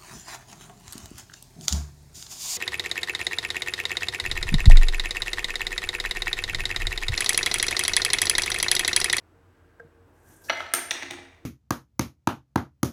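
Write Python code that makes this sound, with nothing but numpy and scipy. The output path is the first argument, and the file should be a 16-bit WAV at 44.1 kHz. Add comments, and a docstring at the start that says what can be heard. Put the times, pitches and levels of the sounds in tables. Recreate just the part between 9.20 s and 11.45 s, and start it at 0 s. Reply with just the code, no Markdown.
"""Small hard-walled room with wooden pencils: one rubs and taps on paper pinned to a leaning board,
drops onto the table, bounces, and is knocked against a row of other pencils.
Blows are banks of decaying sine modes; rubbing, rustle and rattle are shaped noise under drawn levels.
The room adds early echoes and a ringing tail, over a low appliance drone and air noise."""
import sys
import numpy as np
from scipy import signal
from scipy.fft import rfft, irfft
from scipy.io import wavfile
from scipy.ndimage import uniform_filter1d

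SR = 44100
rng = np.random.default_rng(int(sys.argv[2]) if len(sys.argv) > 2 else 0)


def log_audio(samples):
    """Write samples as a 16-bit WAV file to the path given in sys.argv[1]."""
    # one column per channel
    frames = np.atleast_2d(samples).T
    # limit to full scale, then quantise
    limited = np.clip(frames, -1, 1)
    pcm = np.round(limited * 32767).astype(np.int16)
    wavfile.write(sys.argv[1], SR, pcm)


def how_loud(loudness_db):
    """Turn decibels into a plain amplitude multiplier (0 dB gives 1, 20 dB gives 10)."""
    steps = np.asarray(loudness_db, float) / 20
    return 10 ** steps


N = 99313  # length in samples


def unit(x):
    """Scale to rms 1."""
    return x / np.sqrt(np.mean(x ** 2))


def colour(x, points):
    """Shape a signal's spectrum by (f/Hz, level/dB) points on a log-frequency axis."""
    hz, db = np.array(points, float).T
    f = np.maximum(np.fft.rfftfreq(len(x), 1 / SR), 1)
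    gain = how_loud(np.interp(np.log(f), np.log(hz), db))
    return irfft(rfft(x) * gain, len(x))


def band(x, hz, width_hz):
    """Resonant band-pass, gain 1 at the centre."""
    b, a = signal.iirpeak(min(hz, .45 * SR), hz / width_hz, fs=SR)
    return signal.lfilter(b, a, x)


def low_cut(x, order, hz):
    """Butterworth high-pass."""
    return signal.sosfilt(signal.butter(order, hz, "high", fs=SR, output="sos"), x)


def noise(length=N):
    """White noise."""
    return rng.standard_normal(length)


def walk(rate):
    """Random levels held 1 / rate s and slewed twice."""
    k = int(SR / rate)
    steps = np.repeat(noise(N // k + 1), k)
    return 0.45 * uniform_filter1d(uniform_filter1d(steps, k), k)[:N]


def curve(rows):
    """Gain along a (t/s, level/dB) table, -120 dB outside it."""
    s, db = np.array(rows, float).T
    return how_loud(np.interp(np.arange(N) / SR, s, db, left=-120, right=-120))


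def decay(t, t60):
    """Exponential decay, falling 60 dB in t60 seconds."""
    return 1000. ** (-t / t60)


CONTACT_S = 0.00076  # a hard pencil blow
MODE_SCATTER_DB, DETUNE = 1.5, .006  # random spread of mode level and relative frequency


def ring(modes, contact_s):
    """One blow on a set of modes, each a little detuned and struck unevenly, rising over the contact time."""
    t = np.arange(SR // 4) / SR
    hz, db, t60 = np.array(modes, float).T[:, :, None]
    uneven, detune, phase = rng.standard_normal((3, len(modes), 1))
    sines = np.sin(2 * np.pi * hz * (1 + DETUNE * detune) * t + phase)
    tones = how_loud(db + MODE_SCATTER_DB * uneven) * sines * decay(t, t60)
    rise = np.sin(np.pi / 2 * np.minimum(t / contact_s, 1)) ** 2
    return tones.sum(axis=0) * rise / 2


def add(out, s, x):
    """Mix x into out from time s."""
    i = int(s * SR)
    out[i:i + len(x)] += x[:N - i]


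# tone balance of the room air ahead of its low cut: (f/Hz, level/dB per Hz)
AIR_COLOUR = [(15, -33.5), (25, -8), (82, 3), (134, -13.5), (175, -8.5), (195, -29.5), (236, -10),
              (363, -10), (463, -19.5), (545, -15.5), (1560, -20), (2000, -26), (4200, -38), (16000, -46)]
AIR_DB, AIR_FLICKER_DB = -62, 1


def air():
    """Broad room noise: coloured noise with a slow, slight level flicker."""
    hiss = low_cut(colour(noise(), AIR_COLOUR), 3, 100)
    return how_loud(AIR_DB + AIR_FLICKER_DB * walk(6)) * unit(hiss)


# narrow noise bands of the appliance drone: (f/Hz, first filter width/Hz, level/dB)
DRONE_BANDS = [(85.8, 14, -65), (330.8, 31, -70.5), (395.4, 60, -77.5), (462.2, 7.5, -70), (7930, 200, -92)]
# steady lines of the drone, around which pitch and level waver: (f/Hz, level/dB)
HUM_LINES = [(48, -69.5), (90, -65.5)]
HUM_WAVER, HUM_WAVER_DB = 0.017, 5.5  # relative pitch and level depth per unit of walk


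def drone():
    """Low appliance drone: narrow bands of noise and sine lines that waver in pitch and level."""
    out = np.zeros(N)
    for hz, width_hz, db in DRONE_BANDS:
        narrow = band(band(noise(), hz, width_hz), hz, 2 * width_hz)
        out += how_loud(db) * unit(narrow)
    for hz, db in HUM_LINES:
        level = how_loud(db + HUM_WAVER_DB * walk(8.0))
        cycles = np.cumsum(hz * (1 + HUM_WAVER * walk(5.99))) / SR
        out += level * unit(np.sin(2 * np.pi * cycles))
    return out


# pencil tip rubbing, heard through the board: (t/s, level/dB)
RUB_LEVEL = [(.3, -88), (.36, -74.5), (.56, -78), (.6, -79), (.92, -112), (.97, -71.5), (1.02, -76),
             (1.1, -67), (1.2, -70), (1.29, -65.5)]
RUB_HZ, RUB_WIDTH_HZ = 1590, 80


def tip_rub():
    """Uneven friction noise heard through the board's brightest mode."""
    friction = noise() * how_loud(2.9 * walk(37))
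    return curve(RUB_LEVEL) * unit(band(friction, RUB_HZ, RUB_WIDTH_HZ))


# taps on the leaning board: (t/s, relative level/dB, extra level of the low modes/dB)
BOARD_TAPS = [(0.597, -39.5, -4), (0.6007, -35, -6.5), (0.630, -60.5, 13.5)]
# leaning board modes, the first two being the low ones: (f/Hz, relative level/dB, t60/s)
BOARD_MODES = [(465, 0.5, 0.19), (680, -4, 0.045), (1230, -5.5, 0.025), (1589, 2.5, 0.032),
               (1718, -10, 0.048)]
TAP_CONTACT_S = 0.00172
TAP_CLICK_DB, TAP_CLICK_T60_S, TAP_CLICK_HZ = -24, .012, 4400  # click level is relative to the tap


def board_taps():
    """Light taps ring the board's modes, each with a short bright click of noise."""
    out, t = np.zeros(N), np.arange(SR // 20) / SR
    for s, db, low_db in BOARD_TAPS:
        low = how_loud(low_db) * ring(BOARD_MODES[:2], TAP_CONTACT_S)
        add(out, s, how_loud(db) * (low + ring(BOARD_MODES[2:], TAP_CONTACT_S)))
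        click = band(noise(len(t)), TAP_CLICK_HZ, TAP_CLICK_HZ) * decay(t, TAP_CLICK_T60_S)
        add(out, s, how_loud(db + TAP_CLICK_DB) * click)
    return out


# table top modes, lowest first: (f/Hz, relative level/dB, t60/s)
TABLE_MODES = [(144.2, -7, 0.16), (227, -8.5, 0.075), (272, 3, 0.14), (348.8, -0.5, 0.21), (463, 1.5, 0.05)]
THUD_CONTACT_S = 0.0065


def wrist_bump():
    """A wrist bumps the table: a soft, slow contact ringing only its two lowest modes."""
    out = np.zeros(N)
    add(out, 0.64, how_loud(-38) * ring(TABLE_MODES[:2], 2 * THUD_CONTACT_S))
    return out


# hands shifting on the board: (t/s, level/dB)
HANDS_LEVEL = [(.84, -94), (.88, -60.5), (.93, -69), (.98, -70.5), (1.12, -64.5), (1.2, -70.5), (1.27, -58),
               (1.32, -70)]
# their dull tone balance: (f/Hz, level/dB per Hz)
HANDS_TONE = [(90, -15.5), (140, -1), (200, -9), (300, -5), (450, -10), (900, -12), (2000, -44.5)]


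def hands():
    """Hands shifting on the board: dark noise with an uneven level."""
    shuffle = noise() * how_loud(2 * walk(40))
    return curve(HANDS_LEVEL) * unit(colour(shuffle, HANDS_TONE))


# fingers and pencil brushing the paper: (t/s, relative level/dB)
RUSTLE_LEVEL = [(0.9, -100), (0.952, -78.5), (1.045, -75.5), (1.085, -65), (1.14, -64), (1.195, -73),
                (1.23, -65), (1.248, -61.5), (1.288, -58), (1.298, -47), (1.308, -70), (1.4, -68),
                (1.45, -92.5)]
# tone balance laid over the grains: (f/Hz, level/dB per Hz)
RUSTLE_TONE = [(2500, -1.5), (4500, -7.5), (6000, 4), (9000, 5), (10500, 1.5), (12500, 5.5), (15500, 0),
               (16500, -26.5)]
RUSTLE_GAIN_DB, RUSTLE_GRAIN_DB, RUSTLE_PATCH_DB = 3, 11, -5  # overall gain, fast and slow flicker


def paper_rustle():
    """Grainy hiss of skin and wood on paper, each band flickering alone."""
    grains = np.zeros(N)
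    for hz in 3000 * 1.25 ** np.arange(8):
        flicker_db = RUSTLE_GRAIN_DB * walk(130) + RUSTLE_PATCH_DB * walk(18)
        grains += band(noise(), hz, hz / 4) * how_loud(flicker_db)
    return how_loud(RUSTLE_GAIN_DB) * curve(RUSTLE_LEVEL) * unit(colour(grains, RUSTLE_TONE))


# the pencil scrapes free of the paper before it lands:
# (start t/s, length before the fade/s, relative level/dB, f/Hz, width of each filter pass/Hz)
PAPER_SCRAPES = [(1.237, 0.037, -55, 5450, 2510), (1.283, 0.026, -39, 1670, 400),
                 (1.284, 0.022, -43.5, 2600, 500)]


def paper_scrapes():
    """Short scrapes: twice band-passed noise, opening over 8 ms and fading over 16 ms."""
    out, t = np.zeros(N), np.arange(SR // 10) / SR
    for s, length, db, hz, width_hz in PAPER_SCRAPES:
        scrape = unit(band(band(noise(len(t)), hz, width_hz), hz, width_hz))
        shape = np.interp(t, [0, .008, length, length + 0.016], [0, 1, 1, 0])
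        add(out, s, how_loud(db) * scrape * shape)
    return out


HARD_DB, SOFTER_DB = -14, 14  # a blow SOFTER_DB below a hard one lasts twice as long, four times at most
CRACK_T60_S, ONSET_LOW_CUT_HZ = 0.031, 380


def knocks(rows, low, middle, high, crack_db):
    """Every knock rings three groups of pencil modes and the table, over a rough woody crack of like colour."""
    out, t = np.zeros(N), np.arange(SR // 4) / SR
    for s, low_db, mid_db, high_db, table_db in rows:
        softness = (HARD_DB - max(low_db, mid_db, high_db)) / SOFTER_DB
        contact_s = CONTACT_S * 2 ** np.clip(softness, 0, 2)
        fade = decay(t, CRACK_T60_S) * np.minimum(t / contact_s, 1)
        crack = colour(noise(len(t)) * fade, [
            (80, table_db - 21.5), (250, table_db - 0.5), (600, low_db - 7.5), (2000, (low_db + mid_db) / 2),
            (4500, mid_db + 1.0), (7000, high_db - 6), (16000, high_db - 15.5)])
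        pencil = how_loud(crack_db) * crack
        for db, modes in [(low_db, low), (mid_db, middle), (high_db, high)]:
            pencil += how_loud(db) * ring(modes, contact_s)
        # the low cut keeps the abrupt mode onsets from adding bass
        thin = low_cut(pencil, 2, ONSET_LOW_CUT_HZ)
        add(out, s, thin + how_loud(table_db) * ring(TABLE_MODES, THUD_CONTACT_S))
    return out


# the dropped pencil landing and bouncing, levels relative:
# (t/s, low bending level/dB, high bending level/dB, lengthwise level/dB, table thud level/dB)
DROP_KNOCKS = [(1.2967, -17.5, -22, -72, -59), (1.3000, -16.5, -23.5, -75, -44.5),
               (1.3060, -24, -29.5, -75, -38.5), (1.4045, -22.5, -35, -55, -46),
               (1.464, -49, -48, -73.5, -58.5), (1.5150, -65, -65.5, -58, -67.5),
               (1.5371, -19.5, -23, -14, -33.5), (1.5475, -27.5, -33, -21, -58.5),
               (1.5715, -39.5, -53.5, -32.5, -60.5)]
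# its low bending, high bending and lengthwise modes: (f/Hz, relative level/dB, t60/s)
DROP_LOW_BENDING = [(670, 3, 0.033), (878, -2, 0.022), (1200, -1, 0.018), (1332, 7, 0.036),
                    (1540, 3, 0.017)]
DROP_HIGH_BENDING = [(1720, 10.5, 0.021), (2088, 8.5, 0.034), (2330, 6.5, 0.012), (2660, -1, 0.016),
                     (2950, 4.5, 0.026), (3295, -2, 0.042), (3900, 3.5, 0.01), (4313, 5, 0.011),
                     (5870, -0.5, 0.031)]
DROP_LENGTHWISE = [(8870, 8, 0.024), (9200, 11.5, 0.014), (12270, -1, 0.02), (12650, 5, 0.013)]


def pencil_drop():
    """The dropped pencil bends and rings along its length at each landing and bounce."""
    return knocks(DROP_KNOCKS, DROP_LOW_BENDING, DROP_HIGH_BENDING, DROP_LENGTHWISE, crack_db=6.5)


# pencils rolling and rattling during and between the knocks: (t/s, level/dB)
RATTLE_LEVEL = [(1.3, -93), (1.32, -48), (1.44, -46.5), (1.53, -57), (1.56, -38.5), (1.7, -54.5),
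                (1.73, -43), (1.88, -49.5), (1.96, -47.5), (2.05, -59), (2.15, -68.5)]
# woody tone balance of the rattle: (f/Hz, level/dB per Hz)
RATTLE_TONE = [(120, -30), (250, -3), (500, -3.5), (1000, -1), (2300, 2.5), (4000, -8), (7000, -17.5),
               (14000, -35)]
RATTLE_PER_S, RATTLE_SPREAD_DB, RATTLE_T60_S = 250, 3, 0.012


def rattle():
    """Small irregular contacts, each a short burst of woody noise."""
    strength = how_loud(RATTLE_SPREAD_DB * np.minimum(rng.exponential(size=N), 2))
    ticks = (rng.random(N) < RATTLE_PER_S / SR) * strength
    fading = signal.lfilter([1], [1, -decay(1 / SR, RATTLE_T60_S)], ticks)
    return curve(RATTLE_LEVEL) * unit(colour(fading * noise(), RATTLE_TONE))


# knocks against the row of pencils, levels relative:
# (t/s, low mode level/dB, middle mode level/dB, high mode level/dB, table thud level/dB)
ROW_KNOCKS = [(1.7082, -30.5, -20, -38.5, -37.5), (1.7125, -26.5, -33.5, -32, -41.5),
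              (1.8240, -31.5, -38, -47, -41.5), (1.8300, -33.5, -34.5, -57, -41),
              (1.8520, -48, -50, -72, -49), (1.9045, -38, -40, -56, -39), (1.9080, -32.5, -33, -37.5, -40),
              (1.9420, -43, -55, -77, -44.5), (1.9842, -41, -50, -77, -42.5)]
# low, middle and high modes of the row: (f/Hz, relative level/dB, t60/s)
ROW_LOW_MODES = [(661, -3, 0.049), (826, 1, 0.039), (1420, -2.5, 0.0099), (1837, 12.5, 0.015),
                 (1967, 12.5, 0.018), (2380, 10.5, 0.016)]
ROW_MIDDLE_MODES = [(2806, 8.1, 0.016), (3596, 7.7, 0.022), (3964, 4.3, .012), (4414, 7.7, 0.0077),
                    (5810, 15.5, 0.0071), (6546, 13.7, 0.0085)]
ROW_HIGH_MODES = [(8030, 18.5, 0.0058), (9030, 12.5, 0.013), (10600, -16.5, 0.011), (13070, -7.5, 0.023)]


def row_clacks():
    """Knocks against the row ring its pencils' modes, with more crack in proportion than the drop."""
    return knocks(ROW_KNOCKS, ROW_LOW_MODES, ROW_MIDDLE_MODES, ROW_HIGH_MODES, crack_db=10)


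# room tail by band: (f/Hz, t60/s, relative level/dB)
ROOM_BANDS = [(262, 0.32, -1.5), (500, 1, -9), (882, 0.67, -5.5), (2050, 0.7, -5.5), (4160, 0.59, -7),
              (8030, 0.51, -7), (13000, 0.32, -10)]
# early reflections: (delay t/s, level/dB)
EARLY_ECHOES = [(.0021, -27), (.0095, -16.5), (0.0245, -18.5), (.031, -17.5)]
ROOM_BUILD_S = 0.011


def room(x):
    """Direct sound, a few early echoes, and a diffuse tail that builds up and dies band by band."""
    t = np.arange(SR) / SR
    build = 1 - np.exp(-(t / ROOM_BUILD_S) ** 2)
    response = np.zeros(SR)
    for hz, t60, db in ROOM_BANDS:
        part = band(band(noise(SR), hz, hz), hz, hz) * decay(t, t60) * build
        response += how_loud(db) * part / np.sqrt(np.sum(part ** 2) * SR / 2 / hz)
    response[0] = 1  # direct sound
    for s, db in EARLY_ECHOES:
        response[int(s * SR)] += how_loud(db)
    return signal.fftconvolve(x, response)[:N]


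BOARD_SEND_DB = -7


def scene():
    """Hand sounds in the room over the background; the board excites the room less than the table."""
    background = air() + drone()
    at_board = tip_rub() + board_taps() + wrist_bump() + hands()
    on_paper = paper_rustle() + paper_scrapes()
    pencils = pencil_drop() + rattle() + row_clacks()
    in_room = room(pencils + on_paper + how_loud(BOARD_SEND_DB) * at_board)
    return (in_room + at_board + background)[None]


def top_cut(x):
    """Nothing passes above the cut-off."""
    return signal.sosfilt(signal.butter(12, 17110, fs=SR, output="sos"), x)


def record(dry):
    """Deliver the finished mix."""
    return top_cut(dry)


dry = scene()
out = record(dry)
log_audio(out)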